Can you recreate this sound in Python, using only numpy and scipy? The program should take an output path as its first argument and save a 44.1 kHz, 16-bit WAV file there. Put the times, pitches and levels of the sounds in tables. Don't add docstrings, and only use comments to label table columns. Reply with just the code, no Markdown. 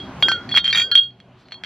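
import sys
import numpy as np
from scipy import signal
from scipy.fft import rfft, irfft, next_fast_len
from scipy.io import wavfile

SR = 44100
rng = np.random.default_rng(int(sys.argv[2]) if len(sys.argv) > 2 else 0)


def put_to_file(sound):
    columns = np.atleast_2d(sound).T
    safe = np.clip(columns, -1, 1)
    whole_steps = np.round(safe * 32767)
    wavfile.write(sys.argv[1], SR, whole_steps.astype(np.int16))


def amplitude_ratio(level_db):
    exponent = np.asarray(level_db, float) / 20
    return 10 ** exponent


N = 72765
TIME_S = np.arange(N) / SR


def rms_one(x):
    return x / np.sqrt(np.mean(x ** 2) + 1e-20)


def at_hz(points, hz):
    table_hz, value = np.array(points).T
    return np.interp(np.log(hz), np.log(table_hz), value)


def over_time(points):
    return np.interp(TIME_S, *np.transpose(points))


def latest(start_s):
    return np.searchsorted(start_s, TIME_S, "right") - 1


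def resonance(x, hz, width_hz):
    r = np.exp(-np.pi * width_hz / SR)
    b = (1 - r * r) / 2
    return signal.lfilter([b, 0, -b], [1, -2 * r * np.cos(2 * np.pi * hz / SR), r * r], x + 1e-18)


def double_resonance(x, hz, width_hz):
    return resonance(resonance(x, hz, width_hz), hz, width_hz)


def struck(start_s, level_db, hz, t60_s, share=0, split_hz=0):
    contact_s = 0.00028
    k = latest(start_s)
    age_s = TIME_S - start_s[k]
    share = (share * np.ones(len(start_s)))[k]
    decay = (k >= 0) * amplitude_ratio(level_db[k] + 2 - 60 * np.abs(age_s) / t60_s)
    swing = decay * (1 + share * np.exp(2j * np.pi * split_hz * age_s))
    r = np.exp(-1 / (contact_s * SR))
    swing = signal.lfilter([(1 - r) ** 2], [1, -2 * r, r * r], swing)
    return np.imag(swing * np.exp(2j * np.pi * np.cumsum(hz * np.ones(N)) / SR))


# (time [s], crack [dB], main ring [dB], second ring [dB])
SQUARE_KNOCKS = [
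    (0.4898, -27, -38, -31.5),
    (0.5814, -11, -18, -22),
    (0.727, -4, -30.5, -29),
    (0.755, -11.5, -16.5, -38),
    (1.201, -33.5, -49, -57),
    (1.636, -17, -30, -40),
]
# (time [s], crack [dB], main ring [dB], second ring [dB])
PRESSED_KNOCKS = [(0.5408, -20.5, -23.5, -25.5), (0.5629, -5, -7.5, -28), (0.642, -16.5, -15.5, -30),
                  (0.6537, -18, -12.5, -28), (0.6619, -17.5, -24, -27), (0.6766, -23, -12, -41.5),
                  (0.7719, -12, -12.5, -30), (0.7824, -11.5, -11, -24.5), (1.0318, -45, -21.5, -38)]
# (time [s], crack [dB], main ring [dB], second ring [dB],
# partner share [ratio])
OWN_SHARE_KNOCKS = [(0.0, -76, -30, -48.5, -0.13), (0.2832, -9, -18, -21, -0.62),
                    (0.3161, -10, -16, -22, -0.37), (0.5135, -19, -20, -35.5, -.9),
                    (0.8154, -19.5, -14, -27.5, .25), (0.964, -57, -11, -32, .35),
                    (.990, -63, -9, -40, 0.56), (1.006, -65, -15, -42.5, -.15),
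                    (0.5484, -13.5, -10, -21.5, -.4), (0.699, -33.5, -14, -29.5, -0.18),
                    (.706, -39, -20, -22.5, 0.002), (0.9137, -18, -13, -15, -0.26),
                    (1.1066, -49, -50, -57, -0.26), (.2240, -6, -6.5, -23, -0.41),
                    (0.2318, -40.5, -8.5, -41, 0.17), (.5728, -1.5, -6, -30, -0.84),
                    (0.9528, -7, -5.5, -28.5, 0.63), (1.212, -55, -61.5, -71, -0.39),
                    (0.974, -21.5, -5, -23.5, -0.1), (1.509, -36.5, -57, -50.5, -0.87),
                    (1.5199, -23, -37, -33, 0.54), (1.5413, -31.5, -41.5, -37, -1)]
# (time [s], pitch [Hz])
MAIN_SLOSH = [(0.222, 3278), (0.301, 3231), (0.362, 3269), (.52, 3322), (.65, 3202), (0.701, 3226),
              (.79, 3267), (0.888, 3266), (0.921, 3226), (0.991, 3262)]
# (time [s], pitch [Hz])
SECOND_RING_SLOSH = [(0.232, 4386), (0.381, 4346), (.49, 4410), (0.569, 4333), (.72, 4338), (0.852, 4387),
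                     (.91, 4332), (1.089, 4337)]
# (time [s], level [dB])
NECK_KNOCKS = [
    (.590, -26),
    (.956, -31),
]


def walls():
    square_share, pressed_share = 0.27, 0.011
    rows = [(*r, square_share) for r in SQUARE_KNOCKS]
    rows += [(*r, pressed_share) for r in PRESSED_KNOCKS]
    rows += list(OWN_SHARE_KNOCKS)
    start_s, _, main_db, second_db, share = np.transpose(sorted(rows))
    main = struck(start_s, main_db, over_time(MAIN_SLOSH), t60_s=0.21, share=share, split_hz=35)
    second = struck(start_s, second_db, over_time(SECOND_RING_SLOSH), t60_s=0.13, share=0.29, split_hz=33)
    neck = struck(*np.transpose(NECK_KNOCKS), hz=3660, t60_s=0.13)
    return main + second + neck


# (time [s], crack [dB])
BOUNCES = [(0.5044, -28), (0.5894, -16.5), (0.7474, -9), (0.7664, -9), (0.7964, -13), (0.8034, -14),
           (0.9834, -21.5), (0.9914, -28.5), (1.4845, -36), (1.5264, -32), (.4965, -32), (.5095, -27),
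           (.5738, -5.5), (.8095, -18), (.7605, -18), (1.6454, -23.5)]
# (centre [Hz], width [Hz], level [dB])
CONTACT_COLOUR = [(2000, 1360, 4), (1166, 280, -8)]
# (centre [Hz], width [Hz], level [dB])
GLINT_MODES = [(4656, 2000, -19.5), (6200, 1000, -17.5), (10040, 1400, -24.5), (12600, 970, -23.5)]


def buzz():
    k = np.arange(7)
    start_s, gap_s, shrink = 0.670, 0.0075, 0.955
    return list(zip(start_s + np.cumsum(gap_s * shrink ** k) - gap_s, -16 - 1.5 * k))


def cracks():
    highs_per_crack_db = 0.5
    knocks = list(SQUARE_KNOCKS) + list(PRESSED_KNOCKS) + list(OWN_SHARE_KNOCKS) + list(BOUNCES) + buzz()
    rows = np.array([r[:2] for r in knocks])
    clicks = np.zeros(N)
    clicks[(rows[:, 0] * SR).astype(int)] = amplitude_ratio(rows[:, 1] + 17)
    contact = clicks
    for level_db, t60_s in ((-23, 0.009), (-30.5, 0.061)):
        tail = signal.lfilter([1], [1, -amplitude_ratio(-60 / (t60_s * SR))], clicks + 1e-18)
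        contact = contact + amplitude_ratio(level_db) * tail * rng.standard_normal(N)
    body = sum(amplitude_ratio(db) * (-1) ** k * resonance(contact, hz, width_hz)
               for k, (hz, width_hz, db) in enumerate(CONTACT_COLOUR))
    start_s, crack_db = rows[np.argsort(rows[:, 0])].T
    latest_db = crack_db[np.searchsorted(start_s, np.arange(1, N + 1) / SR) - 1]
    bright = contact * amplitude_ratio(highs_per_crack_db * (latest_db + 4))
    top = sum(amplitude_ratio(db) * double_resonance(bright, hz, width_hz) for hz, width_hz, db in GLINT_MODES)
    return signal.lfilter(*signal.butter(2, 4800, fs=SR), body) + top


# (time [s], low [dB], middle [dB], high [dB], top modes [dB])
SHOULDER_KNOCKS = [(0.2257, -36.5, -29, -50, -50), (0.2824, -23.5, -45.5, -38.5, -34.5),
                   (0.3164, -25.5, -54, -39.5, -41.5), (.490, -35.5, -46, -51.5, -60),
                   (0.5713, -19.5, -39.5, -50, -37.5), (0.6428, -30, -38, -46.5, -45),
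                   (0.6767, -42, -47.5, -46.5, -45), (0.728, -14, -18.5, -48.5, -40),
                   (0.7476, -13, -23.5, -37, -44), (0.755, -11.5, -25.5, -31, -29.5),
                   (0.7726, -15.5, -30.5, -30.5, -29.5), (0.7829, -25.5, -33.5, -32, -32),
                   (0.7966, -21, -22.5, -29, -33), (0.817, -17.5, -37.5, -37.5, -40),
                   (0.913, -36.5, -35.5, -46.5, -38.5), (0.953, -42, -29, -47.5, -36.5),
                   (1.0324, -46.5, -54, -64, -69), (1.52, -51, -54.5, -58, -67)]
# (pitch [Hz], level [dB], t60 [s])
LOW_MODES = [(1850, -6, .09), (2360, -9, .05)]
MIDDLE_MODES = [(3705, 2, 0.12), (4590, -7.5, 0.077), (4710, -10.5, 0.15)]
HIGH_MODES = [(5830, -9, 0.066), (6520, -7.5, 0.058), (6810, -3.5, 0.088), (7010, -3.5, 0.14),
              (7650, -21, 0.035)]
TOP_MODES = [(8950, -20.5, 0.05), (9890, -11.5, .03), (10200, -12.5, .04), (11900, -11.5, 0.038),
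             (12250, -13.5, 0.03), (12700, -8, .03), (13500, -15, .04), (15450, -25.5, .03)]
# (time [s], pitch [Hz], level [dB], t60 [s])
SINGLE_KNOCK_MODES = [(0.2844, 5020, -30, .11), (0.2818, 5819, -38, .2), (.3162, 5060, -46, .08),
                      (0.5709, 5830, -38, 0.088), (.524, 4354, -25, 0.097), (.2835, 8840, -41, .07),
                      (.3162, 8950, -48, .06), (0.726, 2323, -17.5, .07), (0.728, 5830, -32.5, .08),
                      (.772, 4720, -30, .1), (0.8159, 4730, -29, 0.18), (0.8155, 2513, -31, .07),
                      (0.953, 9610, -25.5, .022), (.952, 10900, -35, .03), (.952, 15370, -44, .04),
                      (.952, 8200, -43, 0.035), (0.95, 5886, -33, 0.07), (1.031, 6900, -54, .08),
                      (1.455, 4350, -54, .08), (1.485, 4290, -51.5, .08)]


def shoulders():
    scatter_db, pitch_scatter = 4.5, 0.006
    partner_share, partner_split = 0.15, 0.018
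    start_s, *levels_db = np.transpose(SHOULDER_KNOCKS)
    count, k = len(start_s), latest(start_s)
    out = np.zeros(N)
    for group_db, modes in zip(levels_db, (LOW_MODES, MIDDLE_MODES, HIGH_MODES, TOP_MODES)):
        for hz, mode_db, t60_s in modes:
            knock_db = group_db + mode_db + scatter_db * rng.standard_normal(count)
            knock_hz = hz * (1 + pitch_scatter * (hz > 4000) * rng.standard_normal(count))
            share = partner_share * rng.random(count)
            split_hz = hz * partner_split * (1 + rng.random())
            out += struck(start_s, knock_db, knock_hz[k], t60_s, share, split_hz)
    for lone_s, hz, lone_db, t60_s in SINGLE_KNOCK_MODES:
        out += struck(np.array([lone_s]), np.array([lone_db]), hz, t60_s)
    return out


# (time [s], gliding mode [dB], steady mode [dB], steady pitch [Hz], thump [dB])
BELLY_KNOCKS = [(0.2254, -29, -37.5, 1380, -17), (0.2828, -16, -23.5, 1381, -18.5),
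                (.541, -55.5, -33, 1411, -23.5), (0.7281, -33.5, -58, 1410, -50.5),
                (0.771, -28, -57, 1410, -49), (0.818, -33, -64, 1369, -61),
                (0.9153, -30.5, -27, 1420, -43.5), (0.9518, -40, -45, 1430, -42.5),
                (1.5196, -69, -73, 1420, -43), (1.5405, -78, -80, 1420, -43.5),
                (1.636, -54, -57, 1420, -37)]
# (time [s], pitch [Hz])
BELLY_GLIDE = [(.225, 1452), (.28, 1560), (.315, 1550), (.365, 1419), (.73, 1545), (.78, 1425), (.81, 1430),
               (.86, 1560), (.905, 1503), (.915, 1707), (.955, 1544), (1.08, 1439)]


def belly():
    thump_hz, thump_width_hz, thump_gain_db = 815, 930, 34
    start_s, glide_db, steady_db, steady_hz, thump_db = np.transpose(BELLY_KNOCKS)
    clicks = np.zeros(N)
    clicks[((start_s + 0.00028) * SR).astype(int)] = amplitude_ratio(thump_db + thump_gain_db)
    clicks[int(0.3158 * SR)] = amplitude_ratio(-21 + thump_gain_db)
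    thump = resonance(resonance(clicks, thump_hz, thump_width_hz), thump_hz, 2 * thump_width_hz)
    glide = struck(start_s, glide_db, over_time(BELLY_GLIDE), t60_s=0.31)
    steady = struck(start_s, steady_db, steady_hz[latest(start_s)], t60_s=0.35)
    return glide + steady + thump


# (start [s], end [s], level [dB])
DRAGS = [
    (.645, 0.88, -31),
    (.756, .85, -23.5),
    (.953, 0.98, -25),
    (0.2, .34, -31),
]
# (centre [Hz], width [Hz], level [dB])
DRAG_COLOUR = [(4800, 500, 4), (6580, 120, 4), (6670, 100, 6), (6930, 120, 6), (10000, 400, -5.5),
               (12100, 250, -5), (12660, 300, -2.5), (13540, 300, -4.5)]


def scrape():
    slips_per_s, release_s = 4200, 0.03
    drag = sum(amplitude_ratio(db) * (TIME_S > start_s) * np.clip((end_s - TIME_S) / release_s, 0, 1)
               for start_s, end_s, db in DRAGS)
    slips = drag * (rng.random(N) < slips_per_s / SR) * rng.standard_normal(N)
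    return sum(amplitude_ratio(db) * double_resonance(slips, hz, width_hz) for hz, width_hz, db in DRAG_COLOUR)


def rub():
    centre_s, width_s, hz, level_db = 1.41, 0.025, 3500, -64
    hiss = rms_one(double_resonance(rng.standard_normal(N), hz, hz))
    return amplitude_ratio(level_db) * hiss * np.exp(-0.5 * ((TIME_S - centre_s) / width_s) ** 2)


# (frequency [Hz], lead [rad])
LEFT_LEAD = [(3000, 0.16), (3500, 0.14), (4300, 1.11), (7000, -2), (8500, -2.5), (10000, -2), (14000, -1.6)]


def ports(x):
    scatter_db, scatter_t60_s, scatter_hz = -10.5, 0.011, 5000
    size = next_fast_len(N + 2000)
    lead_rad = at_hz(LEFT_LEAD, np.arange(1, size // 2 + 2) * SR / size)
    tail = rng.standard_normal(1500) * amplitude_ratio(-60 * np.arange(1500) / SR / scatter_t60_s)
    highs = signal.lfilter(*signal.butter(4, scatter_hz, "high", fs=SR), x)
    scatter = amplitude_ratio(scatter_db) * signal.fftconvolve(highs, tail / np.linalg.norm(tail))[:N]
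    spectrum = rfft(x, size)
    return np.array([irfft(spectrum * np.exp(0.5j * sign * lead_rad), size)[:N] + sign * scatter
                     for sign in (1, -1)])


def banded_noise(spectrum):
    flicker_db = 4
    out, edges_hz = 0, 25 * 2 ** np.arange(0, 9.6, 0.5)
    white = rng.standard_normal((2, N + 8000))
    for k, (low, high) in enumerate(zip(edges_hz, edges_hz[1:])):
        sos = signal.butter(2, [low, high], "band", fs=SR, output="sos")
        band = signal.sosfilt(sos, white[k % 2])[8000:]
        flicker = np.interp(np.arange(N), np.linspace(0, N, 20), rng.standard_normal(20))
        out = out + amplitude_ratio(at_hz(spectrum, np.sqrt(low * high)) + flicker_db * flicker) * band
    return rms_one(out)


# (time [s], level [dB])
CAMERA_GAIN = [
    (0, -38.5),
    (0.501, -40.5),
    (.62, -45),
    (0.931, -48.5),
    (0.999, -59.5),
    (1.35, -55),
    (1.65, -53),
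]
# (frequency [Hz], level [dB per Hz])
AIR_MID = [(30, -29.5), (60, -7), (150, 2.5), (420, -9.5), (700, -7), (3300, -21), (6000, -39), (8000, -73),
           (12000, -110)]
# (frequency [Hz], level [dB per Hz])
AIR_OPPOSED = [(200, -41), (300, -2.5), (3300, -5.5), (7000, -14), (13000, -22.5)]
# (pitch [Hz], level [dB re background])
HUM_PARTIALS = [(62, -12), (124, -1.5), (187, -11), (373, -9.5)]


def patio():
    hum_follows = 0.7
    gain_db = over_time(CAMERA_GAIN)
    mean_db = gain_db.mean()
    hum_gain_db = mean_db + hum_follows * (gain_db - mean_db)
    hum = sum(amplitude_ratio(db) * rms_one(resonance(rng.standard_normal(N + SR), hz, width_hz=5)[SR:])
              for hz, db in HUM_PARTIALS)
    lowpass = signal.butter(4, 6800, fs=SR, output="sos")
    mid = signal.sosfilt(lowpass, amplitude_ratio(3) * banded_noise(AIR_MID))
    side = amplitude_ratio(-15.5) * banded_noise(AIR_OPPOSED)
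    return amplitude_ratio(gain_db) * (mid + side * [[1], [-1]]) + amplitude_ratio(hum_gain_db) * hum


def scene():
    delay_s = 0.00103
    glass = walls() + cracks() + shoulders() + belly() + scrape()
    glass = np.interp(np.arange(N) - delay_s * SR, np.arange(N), glass)
    return ports(glass + rub()) + patio()


def roll_off(x):
    return signal.sosfilt(signal.butter(12, 15940, fs=SR, output="sos"), x)


def record(dry):
    clip_top, stop_hz = 0.97, 16500
    lowpass = signal.cheby2(10, 50, stop_hz, fs=SR, output="sos")
    mix = signal.sosfilt(lowpass, np.clip(dry, -clip_top, clip_top))
    return roll_off(mix)


dry = scene()
out = record(dry)
put_to_file(out)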